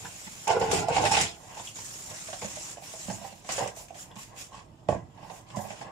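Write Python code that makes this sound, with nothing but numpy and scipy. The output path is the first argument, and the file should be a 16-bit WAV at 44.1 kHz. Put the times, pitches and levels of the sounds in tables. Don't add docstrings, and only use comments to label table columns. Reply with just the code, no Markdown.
import sys
import numpy as np
from scipy import signal
from scipy.fft import rfft, irfft, next_fast_len
from scipy.io import wavfile
from scipy.ndimage import uniform_filter1d

SR = 44100
rng = np.random.default_rng(int(sys.argv[2]) if len(sys.argv) > 2 else 0)


def output_pcm(signal):
    pcm = np.clip(np.atleast_2d(signal).T, -1, 1) * 32767
    wavfile.write(sys.argv[1], SR, np.round(pcm).astype(np.int16))


N = 260628
LIFTED_S = 1.4


def amp(db):
    return 10 ** (np.asarray(db) / 20)


def unit_rms(x):
    return x / np.sqrt(np.mean(x ** 2) + 1e-20)


def curve_at(points, hz):
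    f, value = np.transpose(points)
    return np.interp(np.log(hz + 1), np.log(f + 1), value)


def add(mix, s, sound):
    part = mix[:, round(s * SR):][:, :sound.shape[1]]
    part += sound[:, :part.shape[1]]


def bursts(rows):
    power, t = np.zeros((1, N)), np.arange(9000) / SR
    for s, db, t60 in rows:
        add(power, s, amp(db - 60 * t / np.clip(t60, .02, .3))[None] ** 2)
    return np.sqrt(power[0])


def movements(rows, level_db, release_s, rest_db):
    t = np.arange(0, N, 64) / SR
    s, hold, swell = np.transpose(rows)[:3, :, None]
    drop = np.maximum(s - t, 0) / np.maximum(swell, .005) + np.maximum(t - s - hold, 0) / release_s
    power = (amp(level_db[:, None] - 20 * drop) ** 2).sum(0) + amp(rest_db) ** 2
    return np.interp(np.arange(N) / SR, t, np.sqrt(power))


def ring(modes, size, rise, near_hz=None, octaves=1.):
    hz, db, t60 = np.transpose(modes)[:, :, None]
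    if near_hz:
        db = db - 9.1 * np.minimum((np.log2(hz / near_hz) / octaves) ** 2, 1.1)
    t = np.arange(size) / SR
    partials = amp(db - 60 * t / t60) * np.sin(2 * np.pi * (hz * t + rng.random(hz.shape)))
    return partials.sum(0) * (1 - np.exp(-t / rise))


def radiated(x):
    return signal.sosfilt(signal.butter(2, 400, "high", fs=SR, output="sos"), x)


def impact(modes, blow, t60, rise, **pitch):
    t = np.arange(6000) / SR
    force = rng.standard_normal(len(t)) * (rng.random(len(t)) < 1200 / SR) * amp(-60 * t / t60)
    force[0] += blow
    response = ring(modes, size=4000, rise=rise, **pitch)
    body = radiated(signal.fftconvolve(force, response)[:len(t)])
    return body / abs(body).max()


def taps(per_s, spread_db):
    hit, size = rng.random((3, N)), rng.exponential(1, (3, N))
    sign = rng.choice([-1., 1.], (3, N))
    train = (hit < per_s / SR) * sign * amp(spread_db * np.minimum(size, 4))
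    return train[:2] + train[2]


# frequency in Hz, correlation coefficient.
CORRELATION = [(60, 0.88), (180, 0.94), (550, 0.26), (1650, -0.29), (4970, 0.12), (15000, 0.04)]


def noise(colour, patchy_db, flicker_db, size=512):
    frames, hz = 4 * N // size + 5, np.fft.rfftfreq(size, 1 / SR)
    a, b, c, d, patches = rng.standard_normal((frames, len(hz), 5), np.float32).T
    patches = unit_rms(uniform_filter1d(uniform_filter1d(patches, size=6, axis=0), size=14, axis=1))
    flicker = unit_rms(uniform_filter1d(rng.standard_normal(frames), size=3))
    shared = np.clip(curve_at(CORRELATION, hz), -1, 1)[:, None]
    left = a + 1j * b
    right = shared * left + np.sqrt(1 - shared ** 2) * (c + 1j * d)
    gain = amp(curve_at(colour, hz)[:, None] + patchy_db * patches + flicker_db * flicker)
    sound = signal.istft(np.array([left, right]) * gain, nperseg=size, noverlap=3 * size // 4)[1]
    return unit_rms(sound[:, :N])


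# frequency in Hz, relative spectral density in dB.
AIR_SPECTRUM = [(18, -67), (30, 10), (64, -9), (108, -6), (208, -11.5), (231, -11.5), (370, -14.5),
                (444, -19), (577, -9.5), (1300, -19.5), (2130, -69), (4110, -101), (7110, -35),
                (13000, -72), (15600, -58)]


def room_air():
    return amp(-57.5) * noise(AIR_SPECTRUM, patchy_db=0.5, flicker_db=1.5, size=2048)


# frequency in Hz, time to decay by 60 dB (T60) in seconds.
ROOM_DECAY = [(100, 0.54), (500, 0.2), (2000, 0.24), (8000, 0.18)]


def tiled_walls(x):
    echoes = np.zeros((2, SR // 2))
    at = np.arange(150, SR // 2 - 20, 20) + rng.integers(0, 20, (2, (SR // 2 - 151) // 20))
    np.put_along_axis(echoes, at, rng.choice([-1., 1.], at.shape), 1)
    hz, t, spectra = signal.stft(echoes, SR, nperseg=256)
    tail = signal.istft(spectra * amp(-60 * t / curve_at(ROOM_DECAY, hz)[:, None]), SR, nperseg=256)[1]
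    tail[:, :150] = 0
    return signal.fftconvolve(x, tail / np.linalg.norm(tail[0]), axes=1)[:, :N]


# frequency in Hz, level in dB, T60 in seconds.
COUNTER_MODES = [(94.5, -17, 0.054), (113, 2, 0.056), (172, -1.5, 0.045), (203, -10.5, 0.11),
                 (323, -2, 0.03)]


def counter_boom(near_hz):
    boom = ring(COUNTER_MODES, size=6000, rise=0.008, near_hz=near_hz, octaves=0.59)[None]
    return boom / abs(boom).max()


def counter_rumble():
    force = taps(per_s=300, spread_db=2.5)[0]
    return unit_rms(signal.oaconvolve(force, ring(COUNTER_MODES, size=6000, rise=0.0014))[:N])


def sloshed(x, slosh_s=.07, bend=.04):
    n, turns = np.arange(N), np.arange(0, N, slosh_s * SR)
    drift = np.interp(n, turns, rng.standard_normal(len(turns)))
    warped = n + np.cumsum(bend * (drift - drift.mean()))
    return np.array([np.interp(warped % N, n, side) for side in x])


# time of full speed, hold and swell in seconds, level in dB,
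# counter rumble in dB relative to that level.
SLIDE_EVENTS = [(0.05, 0.014, 0.27, -51.5, -1), (0.497, 0.013, 0.02, -20.5, -46),
                (0.617, 0.007, 0.019, -25, -11), (0.711, 0.11, 0.17, -29.5, -6.5),
                (0.912, 0.013, 0.082, -29.5, -9), (1.02, 0.015, 0.11, -26, -6),
                (1.03, 0.22, 0.23, -38.5, -2.6), (1.51, 0.072, 0.31, -48.5, -26),
                (1.587, 0.04, 0.094, -61, -19), (2.112, 0.022, 0.074, -48, -18),
                (2.347, 0.008, 0.09, -60, -3), (2.419, 0.0086, 0.0051, -42, -7),
                (2.495, 0.39, 0.05, -59, -2.5), (3.114, 0.015, 0.026, -57.5, 11.5),
                (3.213, 0.077, 0.3, -54, -9), (3.515, 0.034, 0.092, -50, -23),
                (3.6, 0.024, 0.036, -31.5, -9.5), (3.772, 0.064, 0.05, -66, -10),
                (4.113, 0.01, 0.1, -52, -6), (4.33, 0.017, 0.091, -53, -16), (4.53, 0.035, 0.041, -54, -5),
                (4.698, 0.04, 0.11, -73, 21.5), (4.897, 0.034, 0.014, -38, 6), (5.01, 0.14, 0.05, -78, 24),
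                (5.192, 0.2, 0.11, -52.5, -7), (5.577, 0.012, 0.098, -41.5, -1),
                (5.645, 0.095, 0.046, -48, -17), (5.814, 0.082, 0.075, -46, -5.5)]


def sliding_dish(settle_s=0.098):
    level_db, rumble_db = np.transpose(SLIDE_EVENTS)[3:]
    sliding = movements(SLIDE_EVENTS, level_db, settle_s, rest_db=-67)
    force = taps(per_s=900, spread_db=3.5)
    basin, bowl = (unit_rms(signal.oaconvolve(force, ring(modes, size=4000, rise=0.0035)[None])[:, :N])
                   for modes in (BASIN_MODES, BOWL_MODES))
    vessel = np.where(np.arange(N) / SR < LIFTED_S, basin, bowl)
    rumble = movements(SLIDE_EVENTS, level_db + rumble_db, settle_s, rest_db=-58.5) * counter_rumble()
    return sliding * radiated(sloshed(vessel)), rumble, sliding


# start in seconds, hiss level in dB,
# squelch in dB relative to the hiss, nominal T60 in seconds.
SLAP_EVENTS = [(0.4778, -27.5, -11, 0.051), (0.597, -39.5, -11, 0.17), (0.7138, -29, 0.5, 0.2),
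               (0.884, -41, -9, 0.33), (0.9413, -42, -4, 0.17), (1.052, -31.5, 5, 0.26),
               (1.1134, -29, -16, 0.18), (1.211, -23, -16, 0.12), (1.6497, -44.5, -19, 0.36),
               (1.7569, -42, -26, 0.3), (2.2736, -46.5, 0, 0.4), (3.49, -41.5, 8, 0.21),
               (3.521, -27, -22, 0.052), (3.675, -40.5, -3, 0.17), (3.883, -52.5, -1, 0.14),
               (3.9439, -52, 1, 0.3), (4.156, -51, -2, 0.17), (4.362, -50, -1.5, 0.24),
               (4.8856, -46.5, -5, 0.32), (5.5024, -55.5, 9, 0.1), (5.5598, -41.5, -15, 0.18)]


def wet_contacts():
    hisses = [(s, db, t60) for s, db, _, t60 in SLAP_EVENTS]
    squelches = [(s, db + squelch_db, t60) for s, db, squelch_db, t60 in SLAP_EVENTS]
    squelches += [(s, db + crack_db, 0.14) for s, db, _, _, crack_db in KNOCK_EVENTS]
    squelches += [(s, db + crack_db, 0.04) for s, db, _, crack_db in TUB_BOUNCES]
    return bursts(hisses), bursts(squelches)


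# frequency in Hz, relative spectral density in dB.
HISS_SPECTRUM = [(2120, -10), (3600, -10), (4420, -11.5), (5160, -6.5), (5290, -4.5), (6280, -3),
                 (7010, 0.5), (10000, -13.5), (13000, -43), (22000, -120)]
SQUELCH_SPECTRUM = [(680, -10.5), (1150, -3), (1230, -9.5), (1360, -11), (1520, -6), (1750, -6),
                    (2690, -3.5), (4200, -13.5), (5460, -9), (9240, -120)]
FIZZ_SPECTRUM = [(5880, -24), (10000, 0.5), (12500, -3), (14900, -5), (15500, -12)]
# time of full pressure, hold and swell in seconds, hiss level in dB,
# then squelch and fizz in dB relative to the hiss.
PAD_STROKES = [(0.0, 0.45, 0.05, -46.5, -4.5, -10.5), (0.505, 0.01, 0.078, -38, -13, -18),
               (0.623, 0.052, 0.093, -46, 2, -14), (0.731, 0.043, 0.04, -31, 0, -16.5),
               (0.951, 0.02, 0.052, -35.5, 4, -25), (1.018, 0.16, 0.043, -38, -2, -17),
               (1.122, 0.11, 0.032, -31.5, 3.5, -24), (1.268, 0.019, 0.062, -46.5, 1.5, -16),
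               (1.367, 0.11, 0.11, -58.5, -17, -8), (1.598, 0.1, 0.26, -46, -4, -12.5),
               (1.79, 0.32, 0.093, -43, -14, -12), (2.147, 0.25, 0.07, -42.5, -18, -15.5),
               (2.429, 0.29, 0.081, -41.5, -9.5, -15.5), (2.84, 0.085, 0.053, -46.5, -4.5, -9),
               (3.008, 0.14, 0.24, -41.5, -31, -14.5), (3.25, 0.024, 0.16, -48.5, -1, -8),
               (3.325, 0.061, 0.092, -56, -1.5, -11), (3.522, 0.072, 0.077, -35.5, -6.5, -16),
               (3.623, 0.031, 0.074, -48, 1.5, -9), (3.771, 0.04, 0.035, -45, -8.5, -8.5),
               (3.997, 0.024, 0.066, -44.5, -9, -9), (4.19, 0.043, 0.042, -46.5, -4, -9.5),
               (4.393, 0.026, 0.044, -41.5, -6, -11), (4.538, 0.052, 0.036, -55, 3, -25),
               (4.913, 0.017, 0.02, -57.5, -12, -21), (5.245, 0.028, 0.14, -62.5, 5, -9),
               (5.315, 0.067, 0.063, -53.5, -4.5, -9.5), (5.488, 0.074, 0.04, -61.5, 5.5, -20),
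               (5.615, 0.025, 0.071, -49, -19, -4), (5.702, 0.026, 0.092, -49, -1, -18),
               (5.786, 0.037, 0.12, -54, 3, -16)]


def scrubbing(sliding, lift_s=0.09, suds_hz=2130):
    hiss_db, squelch_db, fizz_db = np.transpose(PAD_STROKES)[3:]
    slap, splash = wet_contacts()
    hiss_gain = np.hypot(movements(PAD_STROKES, hiss_db, lift_s, rest_db=-74), slap)
    fizz_gain = np.hypot(movements(PAD_STROKES, hiss_db + fizz_db, lift_s, rest_db=-83), amp(-16.5) * slap)
    pad_wet = movements(PAD_STROKES, hiss_db + squelch_db, lift_s, rest_db=-70)
    dish_wet = np.hypot(amp(-13) * sliding, splash)
    hiss = hiss_gain * noise(HISS_SPECTRUM, patchy_db=2.0, flicker_db=1.4)
    water = noise(SQUELCH_SPECTRUM, patchy_db=2.4, flicker_db=1.1)
    lows = 0.55 * signal.sosfiltfilt(signal.butter(4, suds_hz, fs=SR, output="sos"), water)
    suds = water - lows
    squelch = np.hypot(dish_wet, pad_wet) * suds + dish_wet * lows
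    fizz = fizz_gain * noise(FIZZ_SPECTRUM, patchy_db=2.0, flicker_db=1.4)
    return hiss + squelch + fizz


# start in seconds, level in dB, pitch in Hz.
SCRAPES_AND_DRIPS = [(0.048, -33.5, 1640), (1.6717, -34, 3240), (2.761, -51, 1620), (2.986, -50, 1610),
                     (3.0964, -40, 1920), (4.112, -44.5, 3380)]


def scrapes_and_drips():
    pips = np.zeros((2, N))
    for s, db, hz in SCRAPES_AND_DRIPS:
        modes = [(hz, 0, .006), (.87 * hz, -3, .006)]
        add(pips, s, amp(db) * impact(modes, blow=.5, t60=.09, rise=.003)[None])
    return pips


# time in seconds, left minus right level in dB.
KNOCK_BALANCE = [(0, -11), (0.5, -5.5), (0.74, 14), (0.95, -4), (1.14, -6), (1.6, -4), (2.5, -4),
                 (3.3, -6.5), (3.64, -3), (4.2, -5), (4.9, -4.5), (5.3, -14), (5.6, -14), (5.91, -20)]


def balance(s):
    return amp(np.interp(s, *np.transpose(KNOCK_BALANCE)) * np.array([[.5], [-.5]]))


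# frequency in Hz, level in dB, T60 in seconds.
LID_MODES = [(320, -13, 0.048), (486, -2, 0.048), (622, 0, 0.029), (702, -6.5, 0.039), (836, -8, 0.03),
             (1103, -11, 0.027), (1950, -20, 0.016), (2510, -16, 0.015), (3070, -24, 0.017)]
# start in seconds, level in dB,
# then counter boom and crack in dB relative to that level.
TUB_BOUNCES = [(4.887, -12.5, -14, -23.5), (4.904, -23, -16, -24), (4.924, -21, -16, -30),
               (4.944, -30.5, -10, -24)]


def bouncing_tub(deep_boom):
    thuds, booms = np.zeros((2, 2, N))
    for s, db, boom_db, _ in TUB_BOUNCES:
        add(thuds, s, amp(db) * balance(s) * impact(LID_MODES, blow=4.7, t60=0.056, rise=0.004))
        add(booms, s, amp(db + boom_db) * deep_boom)
    return thuds, booms


# frequency in Hz, level in dB, T60 in seconds.
BASIN_MODES = [(456.2, -1.5, 0.052), (693, 1, 0.028), (797.5, 2, 0.034), (862.6, 1, 0.04),
               (1082, -14, 0.053), (1457, -5.5, 0.02), (2100, -16, 0.029), (2516, -20, 0.03),
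               (2910, -17, 0.021)]
BOWL_MODES = [(498, 0.5, 0.025), (600.6, 4.5, 0.021), (710, 9, 0.018), (800, -7.5, 0.033),
              (879, -0.5, 0.027), (1039, 0.5, 0.023), (1618, -8, 0.024), (1940, -3.5, 0.015)]
# start in seconds, level in dB, pitch in Hz,
# then counter boom and crack in dB relative to that level.
KNOCK_EVENTS = [(0.048, -35, 990, -29, -9.5), (0.268, -43, 810, -1.5, -0.5), (0.472, -17, 887, -46, -15),
                (0.482, -15, 865, -38, -25), (0.502, -15, 902, -22, -18), (0.555, -17, 477, -49, -25),
                (0.566, -9.5, 469, -23, -35), (0.613, -12.5, 496, -38, -21), (0.634, -22, 805, -25, -34),
                (0.729, -14, 453, -46, -25), (0.754, -24, 905, -13, -14), (0.883, -11, 687, -38, -25.5),
                (0.919, -29, 930, -33, -22), (0.965, -11.5, 764, -35, -13.5), (0.981, -11, 828, -28, -17.5),
                (1.039, -15, 630, -36, -18), (1.054, -13.5, 825, -27, -19), (1.114, -15, 817, -14, -15),
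                (1.139, -21, 884, -20, -0.5), (1.168, -12.5, 757, -35, -8), (1.571, -31, 774, -58, -17),
                (1.594, -31.5, 956, -22, -16), (1.785, -34, 905, -37, -17), (2.109, -43, 610, -9, -0.5),
                (2.285, -34, 643, -21, -13), (2.329, -27.5, 750, -25, -9.5), (2.418, -28.5, 487, -20, -10),
                (2.445, -31, 540, -3.5, -13), (2.57, -31, 652, -24, -13.5), (2.771, -32.5, 670, -29, -17.5),
                (2.822, -36.5, 720, -26, -22), (2.938, -31, 640, -37, -25), (3.083, -28, 642, -3, -18),
                (3.099, -26, 705, -7.5, -15.5), (3.18, -38, 716, -9, -23), (3.214, -35.5, 700, -12, -31),
                (3.243, -29.5, 774, -40, -21), (3.272, -42.5, 900, -32, -23), (3.324, -38, 660, -10, -15),
                (3.446, -39, 630, -15, -13), (3.49, -25, 835, -33, -18), (3.579, -19.5, 513, -42, -14.5),
                (3.624, -24.5, 604, -19, -30), (3.659, -24.5, 570, -39, -18), (3.767, -36, 620, -30, -31),
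                (3.797, -40, 680, -30, -31), (3.825, -45, 685, -30, -29), (3.905, -31, 677, -39, -28),
                (3.954, -38, 665, -32, -19), (4.164, -37, 1080, -4.5, -10), (4.518, -38, 1080, -17, -31),
                (4.544, -31, 1068, -27, -27), (4.59, -38, 1090, -27, -16), (5.175, -40.5, 905, -26, -17),
                (5.229, -38.5, 816, -12, -19), (5.299, -34, 764, -39, -14), (5.546, -31, 1013, -25, -32),
                (5.569, -26.5, 725, -3, -29), (5.589, -28, 760, -16, -23), (5.65, -36.5, 740, -7, -18),
                (5.704, -37, 618, -8, -5.5), (5.811, -34.5, 813, -16, -11)]


def knocking_bowls(deep_boom, light_boom):
    knocks, booms = np.zeros((2, 2, N))
    for s, db, pitch_hz, boom_db, _ in KNOCK_EVENTS:
        hardness = np.clip((db + 54) / 30, 0, 1)
        vessel = BASIN_MODES if s < LIFTED_S else BOWL_MODES
        modes = np.array(vessel + [(pitch_hz, 1.5, 0.02 + 0.028 * hardness)])
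        detune, uneven = rng.standard_normal((2, 16))[:, 1:len(modes)]
        modes[:-1, 0] *= 1 + 0.028 * detune
        modes[:-1, 1] += 2 * uneven
        body = impact(modes, blow=1.38 + 2.46 * hardness, t60=.17 - 0.032 * hardness,
                      rise=.007 - 0.0048 * hardness, near_hz=pitch_hz, octaves=0.54)
        add(knocks, s, amp(db - 4.5) * balance(s) * body)
        boom = deep_boom if db > -20.5 else light_boom
        add(booms, s, amp(db + boom_db) * boom)
    return knocks, booms


def scene():
    deep_boom, light_boom = counter_boom(near_hz=135), counter_boom(near_hz=210)
    knocks, knock_booms = knocking_bowls(deep_boom, light_boom)
    pips = scrapes_and_drips()
    thuds, tub_booms = bouncing_tub(deep_boom)
    shuffle, rumble, sliding = sliding_dish()
    dishes = knocks + pips + thuds + shuffle
    booms = knock_booms + tub_booms
    direct = dishes + booms + rumble + scrubbing(sliding) + room_air()
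    return direct + amp(-7) * tiled_walls(dishes + amp(-4.5) * booms)


# frequency in Hz, left minus right level in dB.
PORT_BALANCE = [(60, -17), (110, -4), (200, -9), (380, 1), (700, -6), (1290, 2), (2380, -0.5), (4400, -2.5),
                (8120, -1.0), (15000, 0.0)]
PORT_HZ, PORT_WIDTH_HZ, PORT_PEAK_DB = 7230, 600, 2
LOW_CUT_HZ, HIGH_CUT_HZ = 50, 15741


def record(dry):
    size = next_fast_len(N + SR)
    hz = np.fft.rfftfreq(size, 1 / SR)
    balance_db = curve_at(PORT_BALANCE, np.maximum(hz, 100)) * np.array([[.5], [-.5]])
    resonance_db = PORT_PEAK_DB / (1 + (2 * (hz - PORT_HZ) / PORT_WIDTH_HZ) ** 2)
    ported = irfft(rfft(dry, size) * amp(balance_db + resonance_db), size)[:, :N]
    ported = signal.sosfilt(signal.butter(2, LOW_CUT_HZ, "high", fs=SR, output="sos"), ported)
    low_pass = signal.firwin(2047, HIGH_CUT_HZ, window=("kaiser", 9), fs=SR)
    return signal.oaconvolve(ported, low_pass[None], "same")


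dry = scene()
out = record(dry)
output_pcm(out)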